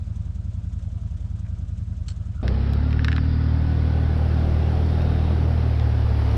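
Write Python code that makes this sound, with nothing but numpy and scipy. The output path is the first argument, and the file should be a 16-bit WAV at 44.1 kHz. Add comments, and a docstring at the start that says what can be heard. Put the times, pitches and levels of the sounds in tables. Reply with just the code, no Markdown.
"""A two-cylinder off-road buggy thumps at idle beside a marsh, the microphone at the seat. Each firing rings
the cab; something creaks, a belt squeaks and a buckle clinks close by. Then, abruptly, the buggy is under way
on a flooded gravel trail: the exhaust drones over clatter and belt whine, stones knock on the body panels, and
the wheels plough into deeper water that churns and sprays. Near the end the driver eases off."""
import sys
import numpy as np
from scipy import signal
from scipy.fft import rfft, irfft, next_fast_len
from scipy.io import wavfile
from scipy.ndimage import uniform_filter1d

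SR = 44100
rng = np.random.default_rng(int(sys.argv[2]) if len(sys.argv) > 2 else 0)


def transcribe(signal):
    """Save signal, clipped to [-1, 1], as a 16-bit WAV file at the path in sys.argv[1]."""
    frames = np.atleast_2d(signal).T
    limited = np.clip(frames, -1, 1)
    pcm = np.round(limited * 32767).astype(np.int16)
    wavfile.write(sys.argv[1], SR, pcm)


N = 280917
T = np.arange(N) / SR
DRIVE_START_S = 2.429

# Engine speed under way. Each row: time in seconds, firing rate in Hz.
FIRING_RATE = [(2.44, 30.96), (2.61, 34.04), (3.0, 38.0), (3.61, 39.02), (4.56, 38.78), (4.89, 40.12),
               (5.11, 39.38), (5.56, 39.48), (5.87, 37.34), (6.37, 35.4)]
# Exhaust harmonics. Each row: multiple of the firing rate, relative level in dB,
# change in the flood in dB, change off the throttle in dB.
EXHAUST_ORDERS = [(1, -20.5, 5.5, -12), (2, 2.3, 0.17, 0), (3, -3, -0.5, 3.5), (4, -9, -1, -10),
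                  (5, -17.5, 3.5, -10.5), (6, -14, -5, -2), (7, -13.5, -8, -1), (8, -34.5, 5.5, -9),
                  (9, -33, 11, -14.5)]
# The two uneven firings at idle. Each row: place in the cycle from 0 to 1, pitch in Hz,
# half length in seconds, level in dB.
FIRING_THUMPS = [(.234, 66, .0099, -22.5), (.626, 83.5, .0157, -22.7)]
# Valve gear and intake. Each row: place in the cycle from 0 to 1, decay in cycles, relative level in dB.
VALVE_RASPS = [(.12, 0.14, -63), (.76, 0.2, -68.5)]
# Belt and gears. Each row: start and end in seconds, multiple of the firing rate, width in Hz,
# level in dB.
BELT_WHINES = [(2.3, 4.5, 38.2, 73, -52.5), (3.1, 3.5, 124, 480, -59.5), (3.78, 4.8, 20.3, 67, -48),
               (2.4, 3.1, 23.5, 180, -52.5)]
# Water at the wheels. Each row: time in seconds, depth where 1 is the flooded stretch.
WATER_DEPTH = [(2.6, 0.26), (3.3, 0.12), (3.72, 0.55), (4.4, 0.89), (4.95, 1.04), (5.5, 0.93), (6.12, 0.95),
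               (6.37, 1.5)]
# Stones and slaps of water. Each row: time in seconds, click peak in dB, brightness in dB per octave.
PANEL_KNOCKS = [(2.4801, -20.5, 2.5), (2.7347, -29, 10.5), (2.908, -31.5, 6), (2.929, -23.5, -0.5),
                (2.9935, -22, -5.5), (3.0462, -13, 1), (3.0835, -13, -2), (3.118, -19, -1),
                (3.1287, -18, -1), (3.164, -19, -1), (3.181, -20.5, -9.5), (5.02, -31, 7),
                (5.798, -26, 3.5)]
# Heard after each knock: two brief middle tones and a faint high ringing tone.
# Each row: frequency in Hz, seconds to fall by 60 dB, level in dB against the click's peak.
KNOCK_TONES = [(1724, .045, -25.5), (1848, 0.043, -20), (5300, .06, -33.5)]
# Touches of the buckle. Each row: time in seconds, peak in dB.
BUCKLE_TOUCHES = [(2.083, -30), (2.088, -32), (2.1, -41), (2.104, -38.5), (2.113, -44), (2.119, -43)]
# Rubbing in the cab, then a brief belt squeak. 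Each row: start and length in seconds, pitch and width in Hz,
# level in dB.
CREAKS_AND_SQUEAK = [(0.877, 0.018, 649, 300, -56), (1.446, 0.037, 1764, 1600, -61.5),
                     (2.34, 0.12, 1335, 223, -56.5)]
# A whistle while wading. One row: start and end in seconds, first pitch in Hz, rise in Hz per second,
# width in Hz, level in dB.
WADING_WHISTLE = (4.8, 5.42, 3610, 290, 70, -57)

# Resonances. Each row: frequency in Hz, seconds to fall by 60 dB, relative level in dB.
CAB_MODES = [(42.5, 0.44, -27), (109.3, 0.23, -25), (165.2, 0.097, -20.5), (187.9, 0.13, -25.5),
             (283.7, 0.21, -40.5)]  # cab and exhaust pipe
BUCKLE_MODES = [(1390, 0.033, -8), (3090, .015, 3), (3870, 0.016, 1), (4330, 0.025, 2), (4400, .02, -3),
                (5460, .02, -2), (7500, 0.024, 2), (7640, .025, -14)]

# Spectra as heard from the seat. Each row: frequency in Hz, relative level in dB.
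WHIRR_SPECTRUM = [(200, 8), (330, -1.5), (480, -4), (630, 0.5), (860, -9.5), (970, -5), (1090, -11.5),
                  (1230, -6.5), (1600, -10), (1800, -15), (3500, -16), (4700, -20), (8000, -23),
                  (9200, -30.5), (11500, -44)]
RASP_SPECTRUM = [(1500, -24), (3400, -5.5), (4900, -15), (6200, -4.5), (8000, -8.5), (9500, -19.5),
                 (11500, -32)]
CLATTER_SPECTRUM = [(150, 0), (260, 1), (340, -7.5), (450, -5.5), (620, -13), (780, -11.5), (1020, -15),
                    (1350, -13.5), (1700, -15.5), (2300, -21), (3600, -23.5), (5300, -27.5), (6400, -47.5),
                    (12500, -55.5), (14000, -72.5)]
CHURN_SPECTRUM = [(20, -6), (45, 5.5), (90, 6), (170, 5.5), (280, 2), (360, 3), (470, 1.5), (580, -2),
                  (790, -4.5), (1000, -18), (1400, -22), (2500, -37)]
SPRAY_SPECTRUM = [(450, -4.5), (750, 12), (1050, 4), (1400, 2), (2100, -2.5), (3200, -6.5), (5400, -12.5),
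                  (6000, -17.5), (6600, -27), (8000, -41.5)]
MIST_SPECTRUM = [(5500, -8), (7400, -1.5), (8400, -5.5), (10000, 1), (11300, -2.5), (12500, -4.5),
                 (13600, -13), (14500, -31)]
PANEL_SPECTRUM = [(500, -35.5), (1100, -8.5), (1750, 3), (2350, -5), (2800, -8), (3300, -10), (3850, -6.5),
                  (4700, -20.5), (5400, -15.5), (6200, -32), (7500, -34.5), (9000, -42.5), (13000, -43)]


def engine(depth, eased):
    """Under way: exhaust orders shift with load, over throbbing clatter, whines and chassis rumble."""
    firing_hz = curve(FIRING_RATE)
    firings = np.cumsum(firing_hz) / SR + .0045 * wander(14)
    level_db = -23 + 0.07 * (firing_hz - 39)  # louder at higher speed
    drag = np.minimum(depth, 1) ** 2  # load of the water on the wheels
    exhaust = np.zeros(N)
    for order, shallow_db, flood_db, ease_db in EXHAUST_ORDERS:
        order_db = shallow_db + flood_db * drag + ease_db * eased
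        waver = np.minimum(0.028 * gain_of(-.7 * order_db), .6) * wander(18)  # weak orders waver most
        lag = 0.245 * (order - 2) ** 2  # the silencer delays high orders, spreading each pulse
        tone = np.sqrt(2) * np.cos(2 * np.pi * order * firings - lag)
        exhaust += gain_of(level_db + order_db) * (1 + waver) * tone
    throb = 1 + 0.059 * np.cos(2 * np.pi * firings)
    clatter = gain_of(-39) * throb * coloured(patchy(noise(), 1.5, 300, 0.063), CLATTER_SPECTRUM)
    whines = sum(gain_of(db) * swell(start, end) * fuzzy_tone(multiple * firing_hz, width_hz)
                 for start, end, multiple, width_hz, db in BELT_WHINES)
    rumble = gain_of(-34.5) * coloured(noise(), [(18, -2.5), (35, 1.5), (55, -5.5), (110, -4.5)])
    return exhaust + clatter + whines + rumble


def idle():
    """Two uneven firings a cycle thump and ring the cab around the microphone, over a steady whirr."""
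    cycle_hz = 10.617 - .104 * T  # the speed slowly sags
    governor_hunt = .019 * np.cos(2 * np.pi * 2.34 * (T - .2))
    cycles = np.cumsum(cycle_hz) / SR - .566 + governor_hunt
    thumps, puffs = np.zeros(N), np.zeros(N)
    lead_s, puff_s = .0105, .0012  # the valve opens just before each thump peaks
    for place, hz, half_s, db in FIRING_THUMPS:
        since_s = ((cycles - place + .5) % 1 - .5) / cycle_hz
        thumps += gain_of(db) * np.exp(-(since_s / half_s) ** 2) * np.cos(2 * np.pi * hz * since_s)
        puffs += np.exp(-((since_s + lead_s) / puff_s) ** 2) / (puff_s * SR * np.sqrt(np.pi))
    puffs *= gain_of(0.49 * wander(21))
    cab = signal.oaconvolve(puffs, fading_tones(CAB_MODES, rise_s=0.0092))[:N]
    machinery = body_shake(cycles) + valve_rasp(cycles) + whirr() + fuel_pump()
    return thumps * gain_of(.3 * wander(11)) + cab + machinery


def water(depth, eased):
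    """Wheels churn below the seat; drops patter on the body under a fine mist. All grow with depth."""
    doublings = np.log2(depth)
    churn = coloured(patchy(noise() + 0.71 * drops(700, 2.6), 1.6, 140, .05), CHURN_SPECTRUM)
    spray = coloured(patchy(noise() + .75 * drops(1500, 2.8), 1.4, 400, 0.03), SPRAY_SPECTRUM)
    mist = coloured(patchy(noise() + .5 * drops(1500, 3.3), 1.7, 700, .02), MIST_SPECTRUM)
    puddle = gain_of(-35.5) * np.exp(-np.maximum(T - DRIVE_START_S, 0) / .17)  # as the drive begins
    return (churn * (puddle + gain_of(-32.5 + 6 * doublings - 3.5 * eased))
            + spray * gain_of(-44 + 7.5 * doublings)
            + mist * gain_of(-69 + 5.5 * doublings))


def knocks():
    """Stones, water and gravel click and rattle on nearby plastic panels; faint tones follow each."""
    out, size, gravel_per_s = np.zeros(N), 2048, 3
    hz, t = abs(np.fft.fftfreq(size, 1 / SR)), np.arange(size) / SR
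    gaps, strengths = rng.random((24, 2)).T
    times = DRIVE_START_S - np.cumsum(np.log(gaps)) / gravel_per_s
    gravel = [(s, -43 + 2.5 * (2 * strength - 1), 5.5) for s, strength in zip(times, strengths)]
    for s, db, brightness in PANEL_KNOCKS + gravel:
        click_db = spectrum_db(PANEL_SPECTRUM, hz) + brightness * np.log2((hz + 200) / 2000)
        log_gain = np.log(gain_of(np.maximum(click_db, -80)))
        click = np.fft.ifft(np.exp(np.conj(signal.hilbert(log_gain)))).real  # minimum phase: sharp onset
        rattle = noise(size) * (0.13 * np.exp(-t / 0.0015) + 0.013 * np.exp(-t / 0.0087))
        click = click + signal.fftconvolve(click, rattle)[:size]
        blow = click / abs(click).max() + fading_tones(KNOCK_TONES, detune=0.046)[:size]
        add(out, s, gain_of(db) * blow)
        add(out, s + .007, gain_of(db - 16.5) * blow)  # rebound
    return out


def buckle():
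    """A buckle chatters close to the microphone: each touch is a short scratch and a metal ring."""
    out, t = np.zeros(N), np.arange(SR // 3) / SR
    for s, db in BUCKLE_TOUCHES:
        scratch = signal.lfilter(*signal.butter(6, [900, 8200], "band", fs=SR), noise(len(t)))
        metal = fading_tones(BUCKLE_MODES, detune=0.023, rise_s=0.00024)
        clink = metal + 1.04 * scratch * np.exp(-t / 0.0076)
        add(out, s, gain_of(db) * clink / abs(clink).max())
    return out


def body_shake(cycles):
    """The body shakes with each pair of firings at idle."""
    midpoint = np.mean([place for place, *_ in FIRING_THUMPS])
    pulsing = 1 + 0.42 * np.cos(2 * np.pi * (cycles - midpoint))
    shake = coloured(noise(), [(28, -3), (100, 0), (200, -5), (260, -14), (320, -26)])
    return gain_of(-43) * pulsing * shake


def valve_rasp(cycles):
    """Valve gear and intake rasp in step with the idle."""
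    bursts = sum(gain_of(db) * np.exp(-((cycles - place) % 1) / decay)
                 for place, decay, db in VALVE_RASPS)
    envelope = uniform_filter1d(bursts, 400) * gain_of(2.5 + 2.1 * wander(18))
    return envelope * coloured(noise(), RASP_SPECTRUM)


def whirr():
    """The idling engine's even, slightly grainy noise."""
    grain = patchy(noise() + 0.3 * drops(300, 2.5), 1.34, 500, .02)
    return coloured(grain, WHIRR_SPECTRUM) * gain_of(-56 + .8 * wander(40))


def fuel_pump():
    """The pump sings a faint high tone and its octave."""
    return sum(gain_of(db) * np.sin(2 * np.pi * harmonic * np.cumsum(5100 + 6 * wander(6.8)) / SR)
               for harmonic, db in [(1, -79.5), (2, -94.5)])


def creaks():
    """Something in the cab rubs in a few quick slips, then a belt squeaks briefly."""
    slips = 1 + 0.78 * np.cos(2 * np.pi * 60 * T)
    return slips * sum(gain_of(db) * swell(s, s + length) * fuzzy_tone(np.full(N, hz), width_hz)
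                       for s, length, hz, width_hz, db in CREAKS_AND_SQUEAK)


def whistle():
    """A thin, rough tone climbs steadily behind the water."""
    start, end, hz, rise, width_hz, db = WADING_WHISTLE
    return gain_of(db) * swell(start, end) * fuzzy_tone(hz + rise * (T - start), width_hz)


def fading_tones(rows, detune=0., rise_s=1e-5):
    """Sines that start together and die away."""
    t = np.arange(SR // 3) / SR
    tones = np.zeros(len(t))
    for hz, t60, db in rows:
        detuned_hz = hz * (1 + detune * rng.standard_normal())
        tones += gain_of(db - 60 * t / t60) * np.sin(2 * np.pi * detuned_hz * t)
    return tones * (1 - np.exp(-t / rise_s)) ** 2


def drops(per_s, spread_db):
    """Sparse impacts, a few of them large."""
    sizes = gain_of(spread_db * np.minimum(rng.exponential(1, N), 5))
    return unit_rms(sizes * rng.choice([-1, 1], N) * (rng.random(N) < per_s / SR))


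def fuzzy_tone(hz, width_hz):
    """A narrow band of noise that follows a pitch."""
    angle = 2 * np.pi * np.cumsum(hz) / SR
    return unit_rms(wander(width_hz / 2) * np.cos(angle) + wander(width_hz / 2) * np.sin(angle))


def patchy(x, depth_db, patch_hz, patch_s):
    """Lets patches of time and pitch swell and sink."""
    frames = signal.stft(x, nperseg=512, noverlap=384)[2]
    field = uniform_filter1d(noise(frames.shape), max(round(patch_hz * 512 / SR), 1), axis=0)
    field = unit_rms(uniform_filter1d(field, max(round(patch_s * SR / 128), 1), axis=1))
    return signal.istft(frames * gain_of(depth_db * field), nperseg=512, noverlap=384)[1][:N]


def wander(hz):
    """Random drift of rms 1, up to about hz."""
    size = next_fast_len(N)
    f = np.fft.rfftfreq(size, 1 / SR)
    return unit_rms(irfft(rfft(noise(size)) / (1 + (f / hz) ** 4), size)[:N])


def coloured(x, points):
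    """Gives x a spectrum of (Hz, dB) points, at rms 1."""
    return unit_rms(irfft(rfft(x) * gain_of(spectrum_db(points, np.fft.rfftfreq(N, 1 / SR))), N))


def spectrum_db(points, hz):
    """Joins (Hz, dB) points on a log-frequency axis, falling 24 dB an octave past the ends."""
    f, db = np.transpose(points)
    octave = np.log2(hz + 1)
    outside = np.maximum(np.log2(f[0]) - octave, 0) + np.maximum(octave - np.log2(f[-1]), 0)
    return np.interp(octave, np.log2(f), db) - 24 * outside


def swell(start, end):
    """A rounded rise and fall between two times."""
    return np.sqrt(np.maximum(np.sin(np.pi * np.clip((T - start) / (end - start), 0, 1)), 0))


def curve(rows):
    """Joins (seconds, value) rows at every sample."""
    return np.interp(T, *np.transpose(rows))


def add(mix, s, sound):
    """Mixes a sound in at s seconds."""
    part = mix[max(round(s * SR), 0):][:len(sound)]
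    part += sound[:len(part)]


def noise(size=N):
    """White noise."""
    return rng.standard_normal(size)


def gain_of(db):
    """Decibels to amplitude."""
    return 10 ** (np.asarray(db) / 20)


def unit_rms(x):
    """Scales to rms 1."""
    return x / np.sqrt(np.mean(x ** 2) + 1e-20)


def scene():
    """From the seat, in mono: first the idle, then the drive, ruled by water depth and throttle."""
    driving = np.clip((T - DRIVE_START_S) / .001, 0, 1)
    depth = curve(WATER_DEPTH)
    eased = np.clip((T - 5.29) / 0.61, 0, 1)  # the driver comes off the throttle
    parked = idle() + buckle() + creaks()
    moving = engine(depth, eased) + whistle() + water(depth, eased) + knocks()
    return ((1 - driving) * parked + driving * moving)[None]


def record(dry):
    """The camera passes nothing above about 13.8 kHz."""
    lowpass = signal.firwin(511, 13800, window=("kaiser", 9), fs=SR)
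    return signal.oaconvolve(dry, lowpass[None], "same")


dry = scene()
out = record(dry)
transcribe(out)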